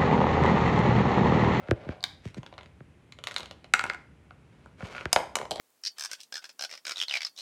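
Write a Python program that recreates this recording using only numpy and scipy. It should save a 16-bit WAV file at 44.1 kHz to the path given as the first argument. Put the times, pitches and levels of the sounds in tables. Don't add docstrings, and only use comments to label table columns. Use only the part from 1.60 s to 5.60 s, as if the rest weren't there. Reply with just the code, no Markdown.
import sys
import numpy as np
from scipy import signal
from scipy.fft import rfft, irfft
from scipy.io import wavfile
from scipy.ndimage import map_coordinates

SR = 44100
rng = np.random.default_rng(int(sys.argv[2]) if len(sys.argv) > 2 else 0)


def persist_wave(psi):
    counts = np.round(np.clip(psi, -1, 1) * 32767).astype(np.int16)
    wavfile.write(sys.argv[1], SR, np.atleast_2d(counts).T)


N = 176400
BLOW_SIZE = 4096


def undb(db):
    return 10 ** (np.asarray(db) / 20)


def unit_rms(x):
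    return x / np.sqrt(np.mean(x ** 2))


def on_log(points, hz):
    p = np.array(points, float)
    return np.interp(np.log(np.maximum(hz, 1)), np.log(p[:, 0]), p[:, 1])


def freqs(size):
    return np.maximum(np.arange(size // 2 + 1) * SR / size, 1)


def colour(x, points):
    return irfft(rfft(x) * undb(on_log(points, freqs(len(x)))), len(x))


def walk(per_s):
    steps = rng.standard_normal(int(per_s * N / SR) + 2)
    return np.interp(np.arange(N) * per_s / SR, np.arange(len(steps)), steps)


def add(out, at_s, blow):
    i = int(at_s * SR) - len(blow) // 8
    a, b = max(i, 0), min(i + len(blow), max(i, N))
    out[a:b] += blow[a - i:b - i]


def voice(spectrum, edges_hz, band_db, lag_ms):
    hz = freqs(BLOW_SIZE)
    low, high = (1 / (1 + (hz / edge) ** 8) for edge in edges_hz)
    out = 0
    for share, db in zip((low, high - low, 1 - high), band_db):
        band = spectrum * share
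        out = out + band * undb(db) / np.sqrt(np.sum(irfft(band) ** 2) / (.01 * SR))
    phase = 4 * np.pi * lag_ms * (np.sqrt(hz / 1000) - hz / 4000)
    return np.roll(irfft(out * np.exp(-1j * phase)), BLOW_SIZE // 8)


def rolling(curve, rings, bumps_per_s, spread_db, top_hz):
    t, hz = np.arange(N) / SR, freqs(N)
    bumps = (rng.random(N) < bumps_per_s / SR) * rng.standard_normal(N)
    bumps *= undb(spread_db * np.minimum(rng.exponential(size=N), 2))
    bumps *= undb(2.5 * walk(per_s=70))
    body = sum(undb(db) / (1 + 1j * (hz / f - f / hz) * f / width) for f, width, db in rings)
    sound = irfft(rfft(bumps) * body / (1 + (hz / top_hz) ** 4), N)
    drift = 1 + .04 * walk(per_s=10)
    sound = map_coordinates(sound, [np.cumsum(drift)], mode="mirror")
    at_s, db = np.array(curve).T
    return unit_rms(sound) * undb(np.interp(t, at_s, db)) * (t > at_s[0] - .03) * (t < at_s[-1])


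def accent(at_s, hz):
    spots = [(1.671, 2110), (1.7625, 3850), (2.1935, 2150), (2.2986, 2150)]
    return sum(10 * np.exp(-(np.log(hz / f) / .13) ** 2) for s, f in spots if abs(s - at_s) < .005)


def clacks(hits, modes, crack_db, crack_s, lag_ms, detune, bounce_db):
    crack_colour = [(150, -4.5), (400, 4), (1000, 9.5), (2500, 10.5), (5000, 3), (8000, -2.5), (10500, -9),
                    (13000, -17), (16000, -37)]
    t, out = np.arange(BLOW_SIZE) / SR, np.zeros(N)
    hz, db, t60 = np.array(modes, float).T[:, :, None]
    sign = (-1) ** np.arange(len(hz))[:, None]
    fade = np.clip(4 - 5 * t / t[-1], 0, 1)
    crack_envelope = np.exp(-t / crack_s) * np.minimum(t / .00034, 1)
    for at_s, *band_db in hits:
        for contact_db in (0, bounce_db, bounce_db * 1.5):
            weight, shift = rng.standard_normal((2, len(hz), 1))
            decays = undb(db + accent(at_s, hz) + 2.5 * weight - 60 * t / t60)
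            partials = sign * decays * np.sin(2 * np.pi * hz * (1 + detune * shift) * t)
            ring = fade * partials.sum(axis=0)
            crack = colour(rng.standard_normal(BLOW_SIZE) * crack_envelope, crack_colour)
            spectrum = rfft(unit_rms(ring) + undb(crack_db) * unit_rms(crack))
            add(out, at_s, undb(contact_db) * voice(spectrum, (1100, 5000), band_db, lag_ms))
            at_s += rng.uniform(.003, .011)
    return out


def room_tone():
    spectrum = [(30, -25.5), (65, 0), (140, -3), (300, -11.5), (650, -21.5), (1200, -26), (2500, -27),
                (4500, -40.5), (10000, -44), (15000, -63)]
    return undb(-56) * unit_rms(colour(rng.standard_normal(N), spectrum))


def gutter_roll():
    curve = [(0, -52), (.08, -49), (.16, -52.5), (.24, -52.5), (.33, -45.5), (.39, -61), (.45, -67),
             (.6, -74)]
    rings = [(600, 230, 15), (713, 140, 5), (1180, 70, 0.5), (1410, 110, 7), (2100, 160, 1)]
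    return rolling(curve, rings, bumps_per_s=3500, spread_db=2, top_hz=5000)


def board_knocks():
    # (time [s], boom [dB], body [dB], tick [dB], bending-wave lag scale [ms], boom pitch [Hz])
    knocks = [(0.0855, -27.5, -34.5, -42, 5.1, 108), (0.1114, -17.5, -17.5, -24.5, 4.4, 109),
              (0.2635, -37, -42.5, -83, 5, 135), (0.2904, -27.5, -32.5, -40, 2.5, 76),
              (0.652, -29.5, -41, -55, 6, 109), (0.7645, -39, -43, -68, 5.7, 194),
              (0.7742, -31.5, -41, -63, 6.93, 139), (1.2056, -41.5, -48.5, -52.5, 4.5, 137),
              (3.2252, -30.5, -44.5, -43, 5, 95), (3.456, -32.5, -34, -28, 3.4, 71)]
    response = [(40, -5.5), (70, 5.5), (120, 7), (220, 8.5), (360, 16.5), (650, 6), (1000, -22),
                (1600, -15.5), (2700, -27.5), (4500, -35.5), (8000, -44.5), (15000, -61)]
    gain_db, boom_t60_s, echo_s = -2, .07, .0082
    t, hz, out = np.arange(BLOW_SIZE) / SR, freqs(BLOW_SIZE), np.zeros(N)
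    grit_lowpass = signal.butter(1, 600, fs=SR, output="sos")
    echo_lowpass = signal.butter(2, 190, fs=SR, output="sos")
    for at_s, boom_db, body_db, tick_db, lag_ms, boom_hz in knocks:
        boom = undb(-44.5 - 60 * t / boom_t60_s) * np.cos(2 * np.pi * boom_hz * t)
        grit = signal.sosfilt(grit_lowpass, rng.standard_normal(BLOW_SIZE)) * np.exp(-t / .012)
        spectrum = rfft((t == 0) + boom + undb(-31) * grit) * undb(on_log(response, hz))
        top_hz = 11000 * undb((tick_db + 25) / 2)
        spectrum /= 1 + (hz / top_hz) ** 2
        knock = voice(spectrum, (220, 1000), (boom_db, body_db, tick_db), lag_ms)
        add(out, at_s, knock)
        add(out, at_s + echo_s, undb(-25.5) * signal.sosfilt(echo_lowpass, knock))
    return out * undb(gain_db)


def lever_trip():
    hits = [(0.4063, -59, -62, -60), (0.4285, -51, -57, -45.5), (0.4397, -42.5, -27.5, -34)]
    modes = [(730, -16, .02), (1130, -16, .018), (1560, -13, .016), (2300, -6, .012), (3050, -6, .009),
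             (3750, -1, .009), (4300, 0, .008), (4750, -5, .008)]
    return clacks(hits, modes, crack_db=-19, crack_s=.0012, lag_ms=.4, detune=.0014, bounce_db=-22.5)


def lever_rub():
    curve = [(.63, -73), (.655, -50), (.71, -65.5), (.745, -84), (.78, -54), (.82, -99)]
    rings = [(2010, 1300, 8.5), (4750, 1100, -9), (6500, 2300, -13)]
    return rolling(curve, rings, bumps_per_s=1500, spread_db=3, top_hz=8000)


def lever_rattle():
    hits = [(0.7445, -55, -52.5, -61), (0.8313, -48.5, -53, -67), (0.8632, -53, -48, -67),
            (0.9261, -48, -57, -84.5), (0.939, -59.5, -57, -81), (0.98, -48.5, -47.5, -67),
            (0.987, -55.5, -49.5, -82), (1.0099, -56, -53.5, -78), (1.0318, -59, -55.5, -70),
            (1.0593, -64, -57, -75), (1.5227, -72, -48, -60.5), (1.5876, -52, -50.5, -66.5),
            (1.639, -52, -40, -49.5), (1.671, -45.5, -32.5, -45.5), (1.685, -50, -48.5, -55),
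            (1.711, -57, -41.5, -54), (1.718, -52, -53, -57.5), (1.7422, -58.5, -48, -52.5),
            (1.7631, -43, -29, -42), (1.7825, -53.5, -43, -46.5), (1.797, -46, -52.5, -56),
            (1.805, -48.5, -42.5, -55.5), (1.831, -51.5, -47, -58.5), (1.858, -57.5, -47, -59.5),
            (1.9108, -47.5, -45, -58), (2.0435, -52.5, -51.5, -68.5)]
    modes = [(580, -9, .012), (790, -11, .01), (1380, -8, .013), (2150, -7, .011), (2900, -6, .008),
             (3500, -4, .008), (4050, -3, .007), (4900, -10, .005), (6500, -9, .005)]
    return clacks(hits, modes, crack_db=-2, crack_s=.002, lag_ms=.55, detune=.04, bounce_db=-15)


def tub_bounces():
    hits = [(2.1378, -29, -14, -27), (2.1935, -40.5, -26, -44), (2.211, -45.5, -39, -51),
            (2.2395, -34.5, -30.5, -44.5), (2.2545, -37, -44, -63), (2.265, -53, -41, -58),
            (2.2986, -40.5, -27, -51.5), (2.335, -52, -44, -60), (2.346, -48.5, -40, -62),
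            (2.7077, -52.5, -52.5, -90), (3.0594, -51, -58.5, -73)]
    modes = [(750, -15, .022), (1000, -13, .012), (1300, -5, .014), (1450, 0, .017), (1660, -6, .014),
             (2120, -9, .016), (2750, -12, .01), (4600, -11, .004), (7900, -9, .003)]
    return clacks(hits, modes, crack_db=-7, crack_s=.0013, lag_ms=1.2, detune=.018, bounce_db=-26)


def tub_swirl():
    curve = [(2.3, -50.5), (2.55, -99), (2.95, -69), (3.07, -68.5), (3.16, -77), (3.2, -53), (3.24, -45),
             (3.31, -49), (3.36, -45.5), (3.42, -51.5), (3.48, -59.5), (3.54, -53.5), (3.6, -94)]
    rings = [(440, 320, 27), (900, 370, 22), (1350, 310, 18), (2130, 200, 21), (2730, 170, 2.9)]
    return rolling(curve, rings, bumps_per_s=4000, spread_db=3, top_hz=8500)


def drain_taps():
    hits = [(3.2066, -46, -50, -83), (3.3492, -47, -42, -81), (3.364, -52, -40.5, -64),
            (3.3807, -68, -37.5, -75.5), (3.4096, -48, -42, -67)]
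    modes = [(1400, 0, .014), (2280, 0, .009), (2690, -2, .007)]
    return clacks(hits, modes, crack_db=-8, crack_s=.004, lag_ms=1, detune=.03, bounce_db=-8)


def ball_landing():
    hits = [(3.5295, -27, -26, -18.5)]
    modes = [(700, 0, .02), (980, 1.5, .016), (1515, 0, .016), (2250, -2, .014), (3620, -1, .012),
             (5060, 3, .012), (5030, -27, .2), (6150, -10, .008), (8500, -4, .006), (11000, -7, .004),
             (12500, -6, .004)]
    return clacks(hits, modes, crack_db=-3, crack_s=.0028, lag_ms=.74, detune=.0029, bounce_db=-34)


def plank_clatter():
    hits = [(3.561, -17.5, -21.5, -36.5), (3.602, -32.5, -44.5, -64), (3.7546, -34, -28, -30),
            (3.7675, -34, -48, -42), (3.787, -48, -40.5, -53), (3.8, -38, -59, -64),
            (3.8137, -36, -43.5, -62), (3.829, -40, -54, -72), (3.853, -41.5, -49.5, -62),
            (3.998, -28.5, -33.5, -52.5)]
    modes = [(480, -4, .016), (690, -2, .014), (920, 0, .016), (1400, -2, .014), (1700, -5, .014),
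             (2120, -1, .016), (3480, -11, .018), (6500, -17, .006)]
    return clacks(hits, modes, crack_db=-1, crack_s=.0024, lag_ms=.96, detune=.05, bounce_db=-24)


def cage_chatter():
    hits = [(3.9095, -32, -40, -37.5), (3.916, -31.5, -36.5, -43.5), (3.937, -68, -58, -64),
            (3.9583, -39, -45, -49), (3.97, -58, -56, -58), (3.9803, -42, -50, -68)]
    modes = [(652, -1, 0.041), (860, -5.5, 0.03), (3380, 7.5, 0.015), (4050, 5, 0.014), (4780, 1.5, 0.0087),
             (5760, -13, 0.013)]
    return clacks(hits, modes, crack_db=-7, crack_s=.002, lag_ms=1.84, detune=.044, bounce_db=-15.5)


def room(x):
    decay_times = [(100, 0.45), (800, 0.41), (5000, 0.36), (14000, 0.28)]
    room_colour = [(60, -15.5), (200, -2), (500, -3.5), (1000, -6.5), (2000, -8.5), (4000, -11.5),
                   (8000, -10.5), (15000, -10)]
    first_echo_s, early_t60_s = .0034, .082
    t, hz = np.arange(SR // 2) / SR, freqs(SR // 2)
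    noise, tail = rfft(rng.standard_normal(len(t))), 0
    for band_hz, t60 in decay_times:
        share = on_log([(f, f == band_hz) for f, _ in decay_times], hz)
        tail = tail + irfft(noise * share, len(t)) * undb(-60 * t / t60)
    tail *= np.clip(t / first_echo_s - 1, 0, 1)
    early = rng.standard_normal(len(t)) * undb(-60 * t / early_t60_s) * np.clip(t / first_echo_s, 0, 1)
    response = colour(unit_rms(tail) + undb(-2) * unit_rms(early), room_colour) / np.sqrt(len(t))
    return signal.fftconvolve(x, response * (1 - t / t[-1]) ** .1)[:N]


def scene():
    # (sound, room send [dB])
    parts = [(lever_trip(), -2), (lever_rattle(), -1), (tub_bounces() + drain_taps(), -3),
             (ball_landing(), -6.5), (plank_clatter(), -3), (cage_chatter(), 0),
             (gutter_roll() + tub_swirl() + lever_rub(), -1), (board_knocks(), -17)]
    direct = sum(sound for sound, _ in parts)
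    sent = sum(sound * undb(send_db) for sound, send_db in parts)
    return (direct + room_tone() + room(sent))[None]


def record(dry):
    ceiling, top_hz = .9, 16300
    thinned = signal.sosfilt(signal.butter(4, 46, "high", fs=SR, output="sos"), dry)
    rounded = ceiling * np.tanh(thinned / ceiling)
    return signal.sosfilt(signal.ellip(8, .2, 70, top_hz, fs=SR, output="sos"), rounded)


dry = scene()
out = record(dry)
persist_wave(out)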